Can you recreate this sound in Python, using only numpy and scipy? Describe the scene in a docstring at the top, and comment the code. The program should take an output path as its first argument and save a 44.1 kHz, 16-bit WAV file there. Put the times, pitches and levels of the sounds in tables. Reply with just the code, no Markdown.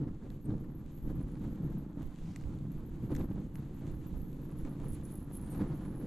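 """Dog sled on snow

A dog sled glides over a snowy field, heard from just behind its cargo bag. Lumps in the trail drum on
the frame, the runners crunch and hiss, and wind nudges the microphone. Ice crumbs tick and dry twigs
brush past; a small metal ring buzzes all along and a metal snap jingles near the end."""
import sys
import numpy as np
from scipy import signal
from scipy.fft import rfft, irfft, next_fast_len
from scipy.io import wavfile
from scipy.ndimage import uniform_filter1d, map_coordinates

SR = 44100
rng = np.random.default_rng(int(sys.argv[2]) if len(sys.argv) > 2 else 0)


def int16_out(signal):
    """Quantize to a 16-bit WAV file."""
    q = np.round(np.clip(np.atleast_2d(signal).T, -1, 1) * 32767)
    wavfile.write(sys.argv[1], SR, q.astype(np.int16))


N = 267246
TIME = np.arange(N) / SR


# Body of the rumble: (frequency [Hz], level [dB])
RUMBLE_SPECTRUM = [(60, -6), (100, -4), (140, 6.5), (200, -0.5), (250, -5), (310, -4), (390, -17.5),
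                   (520, -20.5), (650, -36), (1200, -67.5)]
# Lumps hitting the frame: (time [s], level [dB])
KNOCKS = [(0.033, -31), (0.486, -28), (0.511, -48), (0.539, -23.5), (1.076, -35), (1.102, -33),
          (1.165, -37), (1.204, -30), (1.615, -34), (1.637, -31), (1.973, -25.5), (2.268, -45),
          (2.546, -42), (2.652, -28), (3.037, -28.5), (3.105, -23.5), (3.118, -25), (3.132, -24),
          (3.182, -34), (3.206, -25), (3.312, -23), (3.361, -28.5), (3.381, -23.5), (3.839, -29),
          (4.112, -46), (4.389, -39), (4.648, -47), (4.753, -29), (5.313, -30), (5.581, -42), (5.602, -27),
          (5.607, -25.5), (5.611, -17), (5.621, -29)]
# Frame resonances: (frequency [Hz], level [dB], t60 [s])
FRAME_MODES = [(135.5, 4.5, 0.07), (193, 6.5, 0.084), (284.4, 6, 0.07), (490, -13, 0.014),
               (850, -24, 0.027)]
def frame(low_gain, upper_gain):
    """Packed snow drums on the runners, brighter on hard crust; bigger lumps knock the frame."""
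    drumming = coloured(grains(per_s=450, spread_db=0.5), RUMBLE_SPECTRUM)
    upper = signal.sosfiltfilt(signal.butter(4, 215, "high", fs=SR, output="sos"), drumming)
    soft = low_gain * evened(drumming - upper, window_s=0.082)
    hard = upper_gain * evened(upper, window_s=0.056)
    knocks = band(struck(KNOCKS, FRAME_MODES, uneven_db=0), low_hz=72, high_hz=880)
    return pan(soft, left_db=0.36) + pan(hard - from_db(-0.5) * knocks, left_db=-1.36)


# Midrange crunch and airy powder: (frequency [Hz], level [dB])
CRUNCH_SPECTRUM = [(350, -2.5), (600, 2.5), (900, 2), (1300, -3), (1800, -8.5), (2600, -18.5), (4500, -23),
                   (9000, -43.5)]
HISS_SPECTRUM = [(900, 4.5), (2000, 10), (3500, 9), (4400, 5), (5300, -2.5), (6400, 6), (7400, 6.5),
                 (8400, -1), (9400, 2.5), (10500, -9), (12500, -15), (14000, -19)]
def snow(crunch_gain, hiss_gain):
    """Crystals break under the runners in clumps and burst at each lump, while loose powder hisses."""
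    breaking = grains(per_s=2500, spread_db=1) * from_db(1.76 * drift(70))
    sliding = grains(per_s=12000, spread_db=3) + from_db(-11) * grains(per_s=99, spread_db=11.5)
    load = crunch_gain + from_db(-38) * bursts(KNOCKS, rise_s=0.0024, decay_s=0.0058)
    crunch = load * evened(coloured(breaking, CRUNCH_SPECTRUM), window_s=0.33)
    swish = hiss_gain * from_db(-0.5 + 1.94 * drift(20))
    hiss = swish * coloured(sliding, HISS_SPECTRUM)
    return pan(crunch, left_db=-1) + pan(hiss, left_db=2)


# The bed of the glide: (time [s], rumble [dB], crunch [dB], hiss [dB])
GLIDE = [(0.0, -32.5, -60, -75.5), (0.2, -50.5, -71, -78.5), (0.43, -53, -71.5, -78),
         (0.62, -41.5, -65, -76.5), (0.9, -47.5, -69, -77), (1.3, -41.5, -63.5, -74),
         (1.7, -40.5, -62.5, -75.5), (1.92, -45, -65.5, -79), (2.18, -48, -66.5, -73.5),
         (2.55, -45, -66, -73.5), (3.3, -42.5, -64.5, -76.5), (3.5, -48.5, -67.5, -77),
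         (3.8, -43.5, -64, -72.5), (4.4, -43, -65.5, -74), (4.8, -41, -61, -72), (5.3, -44.5, -65, -72),
         (5.62, -39.5, -55.5, -73.5), (6.06, -47.5, -62.5, -78.5)]
# Swells over bumps: (centre [s], length [s], low rumble [dB], upper rumble [dB], crunch [dB])
BUMPS = [(.039, 0.011, -37, -40.5, -82), (0.083, 0.02, -61, -42.5, -60.5), (0.253, 0.053, -54, -47, -63.5),
         (0.336, 0.1, -46.5, -50.5, -67.5), (0.511, 0.083, -36, -40, -61.5),
         (1.098, 0.071, -41, -43, -60.5), (1.187, 0.04, -36.5, -47.5, -72),
         (1.454, 0.076, -43, -43.5, -66.5), (1.649, 0.056, -34.5, -48, -62.5),
         (1.766, 0.068, -39.5, -54, -84), (2.01, 0.059, -48.5, -45.5, -61), (2.285, 0.077, -40.5, -74, -67),
         (2.408, 0.048, -44.5, -58, -73), (2.532, .075, -43, -48, -64.5), (2.675, 0.13, -40.5, -58, -85),
         (3.04, 0.062, -39.5, -48.5, -64.5), (3.122, 0.034, -37, -37.5, -54.5),
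         (3.207, 0.071, -38, -39, -56), (3.309, 0.034, -40.5, -52, -61), (3.418, 0.09, -43, -46.5, -64.5),
         (3.6, 0.094, -41.5, -52, -63.5), (3.881, 0.053, -40, -49, -63), (4.67, .033, -58, -41, -56.5),
         (4.858, .042, -43, -50, -64), (5.55, 0.049, -44, -52, -57.5), (5.617, 0.082, -44, -42.5, -56.5),
         (5.73, .083, -39, -47, -69), (5.902, 0.13, -43.5, -45.5, -77), (6.04, 0.068, -46, -41, -61.5)]
def runner_loads():
    """The load swells over each bump; gives gains for low rumble, upper rumble, crunch and hiss."""
    rumble, crunch, hiss = gains(GLIDE)
    steady = np.array([from_db(-3) * rumble, from_db(-6) * rumble, crunch, hiss])
    low, upper, crushed = np.zeros((3, N))
    for centre, length, low_db, upper_db, crunch_db in BUMPS:
        shape = swell(centre, length)
        low += from_db(low_db) ** 2 * shape
        upper += from_db(upper_db) ** 2 * shape
        crushed += from_db(crunch_db) ** 2 * shape
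    thrown_powder = from_db(-13) ** 2 * crushed
    return np.sqrt(steady ** 2 + [low, upper, crushed, thrown_powder])


# Low-end buffeting: (frequency [Hz], level [dB])
BUFFET_SPECTRUM = [(15, 10.5), (25, 8.5), (42, 4.5), (65, 2), (90, 1.5), (130, -28), (300, -62.5)]
# Gusts: (centre [s], length [s], level [dB], left minus right [dB])
GUSTS = [(0.097, 0.067, -46, 1), (0.565, 0.049, -43, -8), (1.13, 0.26, -41, -1), (1.726, .14, -49, 1),
         (2.062, 0.085, -43.5, -9), (2.272, .05, -47, -1), (2.468, .06, -41.5, -9), (2.634, .06, -41, -3),
         (2.79, .08, -44, -2), (2.952, .08, -50, -2), (3.186, 0.12, -38, .5), (3.36, 0.08, -50, -13),
         (3.946, 0.19, -44, -5), (4.177, 0.1, -39.5, -7.5), (4.622, 0.11, -41.5, -3),
         (4.925, 0.2, -41.5, -5), (5.61, 0.1, -48, -3)]
def wind():
    """Slow eddies push on the microphone: a wavering breeze, and gusts that lean to one side."""
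    breeze = from_db(-48 + 2 * drift(9))
    power = pan(breeze, left_db=-1.6) ** 2
    for centre, length, db, left_db in GUSTS:
        power += pan(from_db(db), left_db) ** 2 * swell(centre, length)
    eddies = evened(coloured(rng.standard_normal(N), BUFFET_SPECTRUM), window_s=0.31)
    return np.sqrt(power) * eddies


# The snap ringing freely: (frequency [Hz], level [dB], t60 [s])
SNAP_MODES = [(8570, -20, .03), (9442, -24, .05), (10470, -22, .2), (10677, -8, .22), (10902, 2, .22),
              (10950, -3, .03), (11880, -19, .03), (13099, -10, .2), (13323, -19, .2)]
# Jerks on the line: (time [s], length [s], level [dB])
SNAP_JERKS = [(3.105, 0.02, -70), (3.545, 0.014, -69), (3.933, .03, -79), (4.155, 0.018, -73),
              (4.58, .05, -74), (4.695, 0.036, -81), (4.82, 0.064, -71.5), (4.885, .065, -63),
              (5.032, 0.15, -65.5), (5.2, 0.05, -67.5), (5.324, .05, -53.5), (5.385, 0.056, -70),
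              (5.46, 0.15, -70.5), (5.66, 0.26, -77), (5.95, .055, -68)]
# Faint rattle between jerks: (time [s], level [dB])
SNAP_IDLE = [(0, -105), (3.0, -94), (4.5, -88), (6.06, -76)]
# Hard accents: (time [s], level [dB])
CLINKS = [(0.455, -63), (1.2092, -59.5), (1.2274, -56.5), (1.284, -62), (1.3169, -60), (1.3448, -69),
          (4.5146, -56.5), (4.5875, -51), (4.6114, -61), (4.6952, -56), (4.8838, -47.5), (4.8994, -61),
          (4.9214, -54), (4.9322, -46), (4.9484, -48), (5.0539, -53), (5.0799, -59), (5.1208, -50),
          (5.1417, -51), (5.1554, -43.5), (5.1744, -51), (5.3214, -54), (5.3268, -58), (5.3527, -45),
          (5.3574, -49), (5.3664, -52), (5.4146, -48.5), (5.4254, -53), (5.8561, -56), (5.9594, -54)]
def snap():
    """The metal snap rattles in bouts and clinks as the line jerks."""
    jerks = bouts(SNAP_JERKS, attack_s=0.0028, sag_db=0.5, release_s=0.0089)
    shake = np.hypot(gains(SNAP_IDLE)[0], jerks)
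    # Most touches ring freely, over a quieter layer of short, choked clicks.
    choked_modes = [(hz, db, t60 * 0.073) for hz, db, t60 in SNAP_MODES]
    dull = rattle(choked_modes, per_s=350, spread_db=2.5, clump_db=5, clumps_per_s=45)
    free = rattle(SNAP_MODES, per_s=780, spread_db=4, clump_db=-3, clumps_per_s=40)
    rattling = shake * (from_db(-4) * dull + from_db(-2) * free)
    attack = struck(CLINKS, choked_modes, uneven_db=2)
    tail = struck(CLINKS, SNAP_MODES, uneven_db=2)
    return pan(rattling + attack + from_db(-10) * tail, left_db=0.5)


# The ring's thin partials: (frequency [Hz], level [dB], t60 [s])
RING_MODES = [(11520, 0, .03), (11660, -1, .024), (11830, -5, .02), (12340, -2, .028), (12470, 0, .032)]
# Jolts to the ring: (time [s], length [s], level [dB])
RING_JOLTS = [(0.294, .07, -78), (0.411, .05, -76), (0.597, 0.011, -72), (.642, 0.018, -85),
              (0.704, .02, -79), (0.75, 0.065, -76.5), (0.918, .19, -72.5), (1.153, 0.037, -77),
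              (1.393, 0.092, -81), (1.497, 0.059, -75.5), (1.622, .04, -72.5), (1.7, 0.023, -76),
              (1.776, 0.034, -72), (2.02, .06, -76.5), (2.36, .03, -78), (2.72, 0.013, -72),
              (2.766, .035, -79), (2.861, .03, -75), (3.021, .07, -77), (3.14, 0.11, -68.5),
              (3.303, 0.023, -74), (3.54, 0.048, -71), (3.745, 0.052, -76), (3.914, 0.1, -78),
              (4.068, 0.026, -71), (4.158, .18, -72), (4.417, 0.065, -74), (4.57, 0.041, -75),
              (4.695, 0.045, -78), (5.115, 0.085, -71), (5.332, .06, -72), (5.497, 0.12, -69),
              (5.745, .035, -73), (5.993, 0.038, -75)]
# Shiver between jolts: (time [s], level [dB])
RING_IDLE = [(0, -92), (.9, -87), (3.0, -85), (4.5, -82.5), (6.06, -84)]
def small_ring():
    """A light ring shivers against its buckle; each jolt starts a thin, quickly damped chatter."""
    jolts = bouts(RING_JOLTS, attack_s=0.0015, sag_db=4.5, release_s=0.016)
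    shake = np.hypot(gains(RING_IDLE)[0], jolts)
    chatter = shake * rattle(RING_MODES, per_s=690, spread_db=-1, clump_db=2.5, clumps_per_s=60)
    first_touch = struck([(s, db) for s, length, db in RING_JOLTS], RING_MODES, uneven_db=11)
    mid = from_db(0.5) * chatter + from_db(4) * first_touch
    scatter = rattle(RING_MODES, per_s=690, spread_db=2, clump_db=4.5, clumps_per_s=93)
    side = from_db(-9) * shake * scatter
    stereo = np.array([mid + side, mid - side])
    return pan(band(stereo, low_hz=10500, high_hz=13100), left_db=0.8)


# Crumbs and twigs hitting the sled: (time [s], level [dB], low [dB], middle [dB], high [dB])
TICKS = [(0.303, -50.5, -61.5, -63.5, -70), (0.507, -57.5, -64, -61, -76), (1.355, -56, -56, -66, -75),
         (2.1415, -59, -64, -75, -73), (2.187, -53.5, -60, -72, -71), (2.361, -39.5, -47, -60, -51),
         (2.4113, -51.5, -57, -82, -60), (2.4374, -56, -58, -72, -72), (3.1182, -53, -51, -49, -65),
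         (3.1507, -42, -47, -60, -51), (3.154, -51, -70, -51, -56), (3.164, -41.5, -53.5, -67, -51.5),
         (3.168, -48, -56, -65, -64), (3.211, -52, -51, -59, -66), (3.556, -45, -53, -70, -60),
         (3.8776, -56, -62, -77, -69), (4.6506, -51.5, -57, -70, -65), (5.053, -52, -73, -74, -52),
         (5.549, -48, -51, -70, -70), (5.8522, -56, -56, -80, -74)]
# A tick's low, middle and high bands: (lower edge [Hz], upper edge [Hz])
TICK_BANDS = [(1000, 2400), (2900, 4000), (5800, 8200)]
def ice_ticks(decay_s=0.0018, width=0.97):
    """Each crumb or twig gives one sharp pulse and a brief splintering, dull or bright."""
    out, t = np.zeros((2, N)), TIME[:SR // 30]
    for s, db, *bands_db in TICKS:
        splinters = rng.standard_normal(len(t)) + width * rng.standard_normal((2, len(t)))
        burst = (t == 0) + from_db(-20) * splinters * np.exp(-t / decay_s)
        crack = sum(from_db(band_db) * rms_one(band(burst, *edges))
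                    for band_db, edges in zip(bands_db, TICK_BANDS))
        add(out, s, from_db(db + 2.5) * crack / np.abs(crack).max())
    return out


# Metal rubs: (centre [s], length [s], pitch [Hz], level [dB])
SQUEAKS = [(0.456, 0.013, 8700, -69), (2.11, .04, 9150, -88), (3.917, 0.016, 9300, -78),
           (4.934, 0.022, 8600, -68), (5.462, 0.037, 8840, -69), (5.524, 0.032, 9000, -60.5)]
def squeaks():
    """Metal sticks and slips on metal in short, thin chirps."""
    out = np.zeros(N)
    for centre, length, hz, db in SQUEAKS:
        slips = grains(per_s=560, spread_db=-8.5)
        rub = evened(resonate(slips, hz, t60=0.014), window_s=0.026)
        out += from_db(db) * rub * np.exp(-2 * ((TIME - centre) / length) ** 2)
    return out


# One pass through dry twigs: (time [s], level [dB])
TWIG_BRUSH = [(0, -120), (2.1, -112), (2.2, -76), (2.3, -70.5), (2.42, -71), (2.48, -90), (2.6, -120)]
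def twigs():
    """Dry stalks scrape along the sled with a broad crackle."""
    centre, left, right = [grains(per_s=2000, spread_db=3) for _ in range(3)]
    crackle = centre + 0.6 * np.array([left, right])
    return gains(TWIG_BRUSH)[0] * rms_one(band(crackle, low_hz=1550, high_hz=6700))


# Stereo image, tight in the bass and wider on top: (frequency [Hz], left-right correlation [0-1])
STEREO_CORRELATION = [(25, 0.91), (60, 1), (130, 1), (260, 1), (500, 0.93), (1000, 0.88), (2000, 0.61),
                      (4000, 0.61), (7500, 0.63), (13000, 0.73)]
def coloured(source, spectrum):
    """Shape a source to a spectrum and widen it with diffuse noise; rms 1."""
    size = 2 * next_fast_len(N // 2 + SR // 4)
    hz = np.maximum(np.arange(size // 2 + 1) * SR / size, 1)
    magnitude = from_db(at_hz(spectrum, hz)) * hz / np.hypot(hz, 10)
    # Minimum phase keeps the attacks free of pre-ring.
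    cepstrum = irfft(np.log(magnitude))
    colour = np.exp(rfft(2 * cepstrum[:size // 2], size) - cepstrum[0])
    correlation = np.clip(at_hz(STEREO_CORRELATION, hz), 0, 0.999)
    mid = irfft(rfft(source, size) * colour * np.sqrt(1 + correlation))[:N]
    side = irfft(rfft(rng.standard_normal(N), size) * colour * np.sqrt(1 - correlation))[:N]
    return rms_one(np.array([mid + side, mid - side]))


def grains(per_s, spread_db):
    """Random tiny impacts of uneven size; rms 1."""
    sizes = from_db(spread_db * np.minimum(rng.exponential(1, N), 4)) * rng.choice([-1, 1], N)
    return rms_one(sizes * (rng.random(N) < per_s / SR))


def struck(rows, modes, uneven_db):
    """Every blow rings every mode, its strength scattered by uneven_db."""
    s, blow_db = np.transpose(rows)
    strength = from_db(blow_db[:, None] + uneven_db * rng.standard_normal((len(s), len(modes))))
    out = np.zeros(N)
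    for k, (hz, db, t60) in enumerate(modes):
        clicks = np.zeros(N)
        clicks[(s * SR).astype(int)] = strength[:, k]
        out += from_db(db) * resonate(clicks, hz, t60)
    return out / sum(from_db(db) for hz, db, t60 in modes)


def rattle(modes, per_s, spread_db, clump_db, clumps_per_s):
    """Loose metal touches many times a second, in clumps; slow level 1."""
    touches = grains(per_s, spread_db) * from_db(clump_db * drift(clumps_per_s))
    ringing = sum(from_db(db) * resonate(touches * rng.standard_normal(N), hz, t60)
                  for hz, db, t60 in modes)
    return evened(ringing, window_s=0.074)


def resonate(clicks, hz, t60):
    """A unit click starts a decaying sine of height 1."""
    radius, angle = from_db(-60 / (t60 * SR)), 2 * np.pi * hz / SR
    return signal.lfilter([np.sin(angle)], [1, -2 * radius * np.cos(angle), radius ** 2], clicks + 1e-18)


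def bouts(rows, attack_s, sag_db, release_s):
    """Rattle envelope: each bout starts abruptly, sags over its length and dies away."""
    out, t = np.zeros(N), TIME[:SR // 2]
    for s, length, db in rows:
        attack = 1 - np.exp(-t / attack_s)
        held = from_db(db + sag_db * (0.5 - np.minimum(t / length, 1)))
        release = np.exp(-np.maximum(t - length, 0) / release_s)
        add(out, s, attack * held * release)
    return out


def bursts(rows, rise_s, decay_s):
    """An envelope that jumps at each hit and dies away."""
    out, t = np.zeros(N), TIME[:SR // 3]
    for s, db in rows:
        add(out, s, from_db(db) * (1 - np.exp(-t / rise_s)) * np.exp(-t / decay_s))
    return out


def swell(centre, length):
    """A bell-shaped rise and fall of power."""
    return np.exp(-np.minimum(4 * ((TIME - centre) / length) ** 2, 60))


def drift(per_s):
    """A random wander with rms 1, turning about per_s times a second."""
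    knots = rng.standard_normal(8192)
    return rms_one(map_coordinates(knots, [TIME * per_s], order=1, mode="wrap"))


def evened(x, window_s):
    """Hold the slow level at 1 and keep the fast grain."""
    power = uniform_filter1d(np.mean(np.atleast_2d(x) ** 2, axis=0), max(int(window_s * SR), 2))
    return x / np.sqrt(np.maximum(power, 0) + 1e-3 * power.mean())


def gains(rows):
    """Each dB column of a curve as a gain per sample."""
    s, *columns = np.transpose(rows)
    return [from_db(np.interp(TIME, s, db)) for db in columns]


def at_hz(points, hz):
    """Read a spectrum on a log-frequency axis."""
    knots_hz, values = np.transpose(points)
    return np.interp(np.log(hz), np.log(knots_hz), values)


def band(x, low_hz, high_hz):
    """Band-pass with gentle slopes."""
    return signal.sosfilt(signal.butter(2, [low_hz, high_hz], "band", fs=SR, output="sos"), x + 1e-18)


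def pan(x, left_db):
    """Place a sound between the two channels."""
    return x * from_db([[left_db / 2], [-left_db / 2]])


def add(out, s, sound):
    """Mix a short sound in at time s."""
    start = max(round(s * SR), 0)
    out[..., start:start + sound.shape[-1]] += sound[..., :N - start]


def from_db(db):
    """Decibels to gain."""
    return 10 ** (np.asarray(db) / 20)


def rms_one(x):
    """Scale to an rms of 1."""
    return x / np.sqrt(np.mean(x ** 2) + 1e-20)


def scene():
    """Open snow gives no echo: everything arrives dry."""
    low, upper, crunch, hiss = runner_loads()
    sled = frame(low, upper) + snow(crunch, hiss) + twigs() + ice_ticks()
    return sled + small_ring() + snap() + squeaks() + wind()


def record(dry):
    """A steep high cut takes off the very top."""
    cutoff_hz = 13550
    return signal.sosfilt(signal.ellip(10, 0.1, 80, cutoff_hz, fs=SR, output="sos"), dry)


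dry = scene()
out = record(dry)
int16_out(out)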